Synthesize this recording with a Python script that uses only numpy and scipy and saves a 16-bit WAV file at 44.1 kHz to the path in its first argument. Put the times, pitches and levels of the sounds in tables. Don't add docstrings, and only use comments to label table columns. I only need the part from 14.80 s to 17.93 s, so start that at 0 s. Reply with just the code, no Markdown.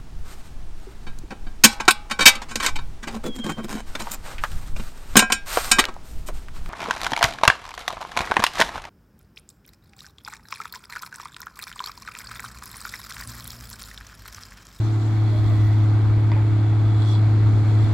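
import sys
import numpy as np
from scipy import signal
from scipy.io import wavfile

SR = 44100
rng = np.random.default_rng(int(sys.argv[2]) if len(sys.argv) > 2 else 0)


def persist_wave(psi):
    counts = np.round(np.clip(psi, -1, 1) * 32767).astype(np.int16)
    wavfile.write(sys.argv[1], SR, np.atleast_2d(counts).T)


N = 138033
T = np.arange(N) / SR
CYLINDERS = 6
CUTOFF_HZ = 15700
# pitch_hz, left_over_right_db
SITE_BALANCE = [(25, -1), (100, 3.5), (320, -0.5), (440, 0.5), (560, 0.5), (720, 5), (950, 0.5),
                (1300, -4.5), (1700, 4.5), (2050, -3), (2900, 11.5), (3500, -4.5), (4200, -3.5), (5400, 6),
                (7000, -5), (8700, 8), (12500, -7)]


def from_db(db):
    return 10 ** (np.asarray(db) / 20)


def rms_one(x):
    return x / np.sqrt(np.mean(x ** 2) + 1e-20)


def in_time(rows):
    return np.interp(T, *np.transpose(rows))


def at_hz(points, hz):
    point_hz, values = np.transpose(points)
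    return np.interp(np.log(hz), np.log(point_hz), values)


def pan(left_over_right_db):
    side_db = np.array([[left_over_right_db], [-left_over_right_db]]) / 2
    return rms_one(from_db(side_db))


def drift(rate_hz):
    step = 40
    pole = np.exp(-2 * np.pi * rate_hz * step / SR)
    noise = rng.standard_normal(N // step + 2002)
    slow = signal.lfilter([1], [1, -2 * pole, pole * pole], noise)[2000:]
    return np.interp(np.arange(N) / step, np.arange(len(slow)), rms_one(slow))


def resonate(x, hz, width_hz):
    pole = np.exp(-np.pi * width_hz / SR)
    feed = np.array([1, 0, -1]) * (1 - pole * pole) / 2
    feedback = [1, -2 * pole * np.cos(2 * np.pi * hz / SR), pole * pole]
    return signal.lfilter(feed, feedback, x + 1e-18)


def spread(pair, hz):
    # pitch_hz, correlation
    likeness = [(25, 1), (60, -0.15), (300, 1.06), (550, 0.74), (1200, 0.66), (2500, 0.51), (5000, 0.18),
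                (8000, .1), (13000, -0.24)]
    alike = np.clip(at_hz(likeness, hz), -.99, .995)
    middle = np.sqrt(1 + alike) * pair[0]
    side = np.sqrt(1 - alike) * pair[1] * np.array([[1], [-1]])
    return (middle + side) / np.sqrt(2)


def banded_noise(spectrum, flicker_db, flicker_rate_hz):
    low_hz, high_hz = spectrum[0][0], spectrum[-1][0]
    edges = np.geomspace(20, CUTOFF_HZ, 39)
    white = rng.standard_normal((2, 2, N))
    out = 0
    for k, band_hz in enumerate(zip(edges, edges[1:])):
        hz = np.sqrt(band_hz[0] * band_hz[1])
        if not low_hz <= hz <= high_hz:
            continue
        band_filter = signal.butter(2, band_hz, "band", fs=SR, output="sos")
        pair = signal.sosfilt(band_filter, white[k % 2])
        gain = from_db(at_hz(spectrum, hz) + flicker_db * drift(flicker_rate_hz))
        out = out + gain * pan(at_hz(SITE_BALANCE, hz)) * spread(pair, hz)
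    return rms_one(out)


def throb(cycles, depth):
    firings = cycles * CYLINDERS
    cylinder_gain = from_db(4.5 * rng.standard_normal(CYLINDERS))
    strength = cylinder_gain[firings.astype(int) % CYLINDERS]
    pulse = rms_one(strength * np.sin(np.pi * firings) ** 4)
    return rms_one(1 - depth + depth * pulse)


def ground_rumble():
    # pitch_hz, density_db_per_hz
    spectrum = [(25, -27.5), (36, -12.5), (55, 1.5), (75, 2.5), (98, -6.5)]
    # time_s, level_db
    level = [(0, -32.5), (.35, -38), (.7, -28.5), (1.0, -32.5), (1.5, -33), (2.05, -33), (2.5, -37),
             (2.65, -28.5), (2.8, -34), (3.13, -29)]
    return from_db(in_time(level)) * banded_noise(spectrum, flicker_db=3.0, flicker_rate_hz=39)


def exhaust_rumble():
    # pitch_hz, density_db_per_hz
    spectrum = [(70, -14.5), (110, 2.5), (150, -0.5), (200, -2.5), (280, -7), (370, -8.5), (450, -12),
                (560, -28)]
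    # time_s, level_db
    level = [(0, -36), (.8, -36), (1.3, -34.5), (2.1, -35), (2.7, -31.5), (3.13, -31.5)]
    return from_db(in_time(level)) * banded_noise(spectrum, flicker_db=0.3, flicker_rate_hz=9.9)


def hydraulic_hiss():
    # pitch_hz, density_db_per_hz
    hiss_spectrum = [(3000, -13.5), (4300, 5), (5500, -2), (6700, 5), (7500, -2), (8500, -24)]
    sizzle_spectrum = [(8500, -9), (9500, -4), (10600, -7), (12200, 1.5), (14400, -8.5), (15700, -8)]
    # time_s, level_db
    hiss_level = [(0, -55), (.27, -56.5), (.42, -61.5), (.82, -58), (1.0, -61.5), (1.4, -72), (2.1, -65),
                  (2.6, -64), (3.13, -59)]
    sizzle_level = [(0, -69), (.5, -71), (.85, -61.5), (1.05, -74.5), (1.4, -87)]
    hiss = banded_noise(hiss_spectrum, flicker_db=3.0, flicker_rate_hz=13)
    sizzle = banded_noise(sizzle_spectrum, flicker_db=1.5, flicker_rate_hz=8)
    return from_db(in_time(hiss_level)) * hiss + from_db(in_time(sizzle_level)) * sizzle


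def knocks():
    # start_s, gain_db, contact_top_hz, rattle_db, pitch_ratio, ring_length_ratio
    contacts = [(1.5172, -30, 5200, -12, 1, 1), (1.562, -37, 2000, -13, .92, 2.6)]
    # pitch_hz, relative_db, t60_s
    modes = [(600, -2, .09), (945, 4.5, .055), (1150, -7, .05), (1950, -13, .08), (2490, -16, .08),
             (3480, -5, .025), (4750, -9, .025)]
    out = 0
    for start_s, gain_db, top_hz, rattle_db, pitch_ratio, ring_ratio in contacts:
        age = np.maximum(T - start_s, 0)
        hit = 0
        # band in Hz, relative dB, decay to 1/e in s
        noises = [((450, 3600), -2, .0022), ((1650, 2600), rattle_db, .06)]
        for band_hz, part_db, decay_s in noises:
            band_filter = signal.butter(3, band_hz, "band", fs=SR, output="sos")
            noise = rms_one(signal.sosfilt(band_filter, rng.standard_normal((2, N))))
            hit = hit + from_db(part_db) * np.exp(-age / decay_s) * spread(noise, band_hz[0])
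        for k, (hz, mode_db, t60_s) in enumerate(modes):
            side_gain = from_db(mode_db + rng.standard_normal((2, 1)))
            decay = np.exp(-np.log(1000) * age / (t60_s * ring_ratio))
            tone = np.sin(2 * np.pi * hz * pitch_ratio * age)
            hit = hit + (-1) ** k * side_gain * decay * tone
        softness = signal.butter(3, top_hz, fs=SR, output="sos")
        out = out + from_db(gain_db) * signal.sosfilt(softness, (T >= start_s) * hit)
    return out


def chirps():
    # middle_s, half_length_s, pitch_hz, width_hz, level_db, left_over_right_db
    jerks = [(2.289, .0015, 8000, 4500, -50.5, 0), (2.314, .004, 5500, 700, -46, 2),
             (2.295, .05, 5200, 2800, -52, 2), (2.35, .024, 4250, 800, -47, -4),
             (3.047, .004, 3450, 400, -43, -3), (3.043, .0013, 10000, 6000, -50, 0)]
    out = 0
    for middle_s, half_s, hz, width_hz, level_db, side_db in jerks:
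        noise = rng.standard_normal((2, N))
        ring = rms_one(resonate(resonate(noise, hz, width_hz), hz, width_hz))
        flare = np.exp(-((T - middle_s) / half_s) ** 2)
        out = out + from_db(level_db) * flare * pan(side_db) * spread(ring, hz)
    return out


def groans():
    # middle_s, half_length_s, pitch_hz, level_db, waver_share, glide_hz_per_s
    rubs = [(.462, .018, 795, -44, .006, -2400), (.555, .04, 652, -40, .006, 100),
            (.722, .019, 660, -42.5, .006, -700), (.819, .22, 2080, -50.5, .04, 0)]
    sag_share, waver_rate_hz = .06, 130
    out = 0
    for middle_s, half_s, hz, level_db, waver, glide in rubs:
        swell = np.exp(-((T - middle_s) / half_s) ** 2)
        unsteady = 1 + waver * drift(waver_rate_hz) - sag_share * swell
        pitch_hz = hz * unsteady + glide * (T - middle_s)
        tone = np.sqrt(2) * np.sin(2 * np.pi * np.cumsum(pitch_hz) / SR)
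        out = out + from_db(level_db) * swell * tone * pan(at_hz(SITE_BALANCE, hz))
    return out


def squeak():
    # time_s, level_db
    level = [(1.6, -76), (1.85, -63), (2.05, -62), (2.17, -55), (2.34, -51.5), (2.41, -70)]
    pitch_hz = 3410 + 45 * drift(rate_hz=90)
    level_db = in_time(level) + 4 * drift(rate_hz=55)
    tone = np.sqrt(2) * np.sin(2 * np.pi * np.cumsum(pitch_hz) / SR)
    return from_db(level_db) * tone * pan(-2.5)


def scrape(cycles):
    # pitch_hz, width_hz, relative_db, left_over_right_db
    steel = [(3536, 280, 0, -10), (4165, 230, 3.5, -9.5), (4540, 560, -2, -6.5), (5100, 1200, -9.5, 9),
             (7400, 570, -10.5, 4.5), (10500, 2200, -21.5, 2)]
    # pitch_hz, width_hz, relative_db, left_over_right_db
    squeal_tones = [(3400, 200, 0, -4.5), (7670, 250, -17.5, 0.5)]
    # time_s, level_db
    scrape_level = [(0, -52), (.3, -58), (.55, -51.5), (.85, -54.5), (1.3, -62), (1.75, -60), (2.05, -61),
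                    (2.2, -52), (2.33, -48), (2.42, -57), (2.7, -58), (3.04, -52), (3.13, -57)]
    squeal_level = [(0, -65.5), (.7, -56.5), (1.4, -66), (1.9, -68), (2.05, -62.5), (2.18, -53),
                    (2.35, -45.5), (2.42, -65.5), (2.75, -65), (3.05, -53.5), (3.13, -59)]
    slips_per_s, size_spread_db, throb_depth = 1800, 0.5, 0.2
    stick_db, stick_rate_hz = 1.4, 59

    sizes = from_db(size_spread_db * np.minimum(rng.exponential(1, (2, N)), 4))
    signs = rng.choice([-1, 1], (2, N))
    happens = rng.random((2, N)) < slips_per_s / SR
    sticking = from_db(stick_db * drift(stick_rate_hz))
    slips = sizes * signs * happens * throb(cycles, throb_depth) * sticking

    rings = 0
    for k, (hz, width_hz, db, side_db) in enumerate(steel):
        ring = spread(resonate(slips, hz, width_hz), hz)
        rings = rings + (-1) ** k * from_db(db) * pan(side_db) * ring
    squeal = 0
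    for hz, width_hz, db, side_db in squeal_tones:
        narrow = resonate(resonate(slips, hz, width_hz), hz, width_hz)
        squeal = squeal + from_db(db) * pan(side_db) * spread(narrow, hz)
    squeal = rms_one(squeal * throb(cycles, throb_depth))
    return from_db(in_time(scrape_level)) * rms_one(rings) + from_db(in_time(squeal_level)) * squeal


def clatter(cycles):
    # pitch_hz, density_db_per_hz
    spectrum = [(400, -8), (530, -9.5), (690, 1), (1000, -4), (1280, -3), (1750, -11.5), (2100, -10),
                (2700, -21), (3100, -17.5), (4200, -18.5), (5500, -30), (7400, -28), (8700, -35),
                (12000, -37), (15500, -47)]
    # time_s, level_db
    level = [(0, -41), (1.2, -39.5), (1.9, -40), (2.6, -39), (3.13, -38)]
    noise = banded_noise(spectrum, flicker_db=0.64, flicker_rate_hz=4.9)
    return from_db(in_time(level)) * noise * throb(cycles, depth=0.08)


def drone(cycles):
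    # time_s, level_db
    load = [(0, -19), (.3, -20.5), (.42, -17.5), (.56, -19), (.74, -16), (1.1, -16), (1.4, -17), (1.9, -17),
            (2.3, -16.5), (2.42, -15.5), (2.72, -15), (2.86, -17.5), (3.0, -14.5), (3.13, -18)]
    # multiple_of_two_turn_cycle,
    # level_db, left_over_right_db
    overtones = [(13.1, -44, 0), (16, -41, 0), (18, -36.5, 0), (19, -55, 0), (20, -58, 0), (21, -58, -1),
                 (22, -53, -2), (26.05, -56, -3), (36, -61, 4), (38, -63, 4), (39.25, -58, 5), (42, -61, 4),
                 (112, -62.5, -4), (126, -63.5, 0)]
    load_db = in_time(load)
    note_gain = from_db(load_db + 0.5 * drift(rate_hz=38))
    out = note_gain * np.sin(2 * np.pi * CYLINDERS * cycles) * pan(.3)
    swell_db = 0.5 + 0.27 * (load_db - load_db.mean())
    for multiple, db, side_db in overtones:
        tone = np.sin(2 * np.pi * (multiple * cycles + rng.random()))
        gain = from_db(db + swell_db + 0.63 * drift(rate_hz=3.7))
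        out = out + gain * tone * pan(side_db)
    return np.sqrt(2) * out


def scene():
    # time_s, firings_per_s
    speed = [(0, 108.8), (.1, 108.6), (.24, 107.6), (.54, 107.6), (.73, 106.05), (1.04, 105.95),
             (1.22, 106.7), (2.1, 106.85), (2.55, 106.6), (3.13, 106.8)]
    cycles = np.cumsum(in_time(speed)) / SR / CYLINDERS
    site = ground_rumble() + exhaust_rumble() + hydraulic_hiss() + knocks()
    auger = chirps() + groans() + squeak() + scrape(cycles)
    engine = clatter(cycles) + drone(cycles)
    return site + auger + engine


def record(dry):
    return signal.sosfilt(signal.ellip(10, .1, 80, CUTOFF_HZ, fs=SR, output="sos"), dry)


dry = scene()
out = record(dry)
persist_wave(out)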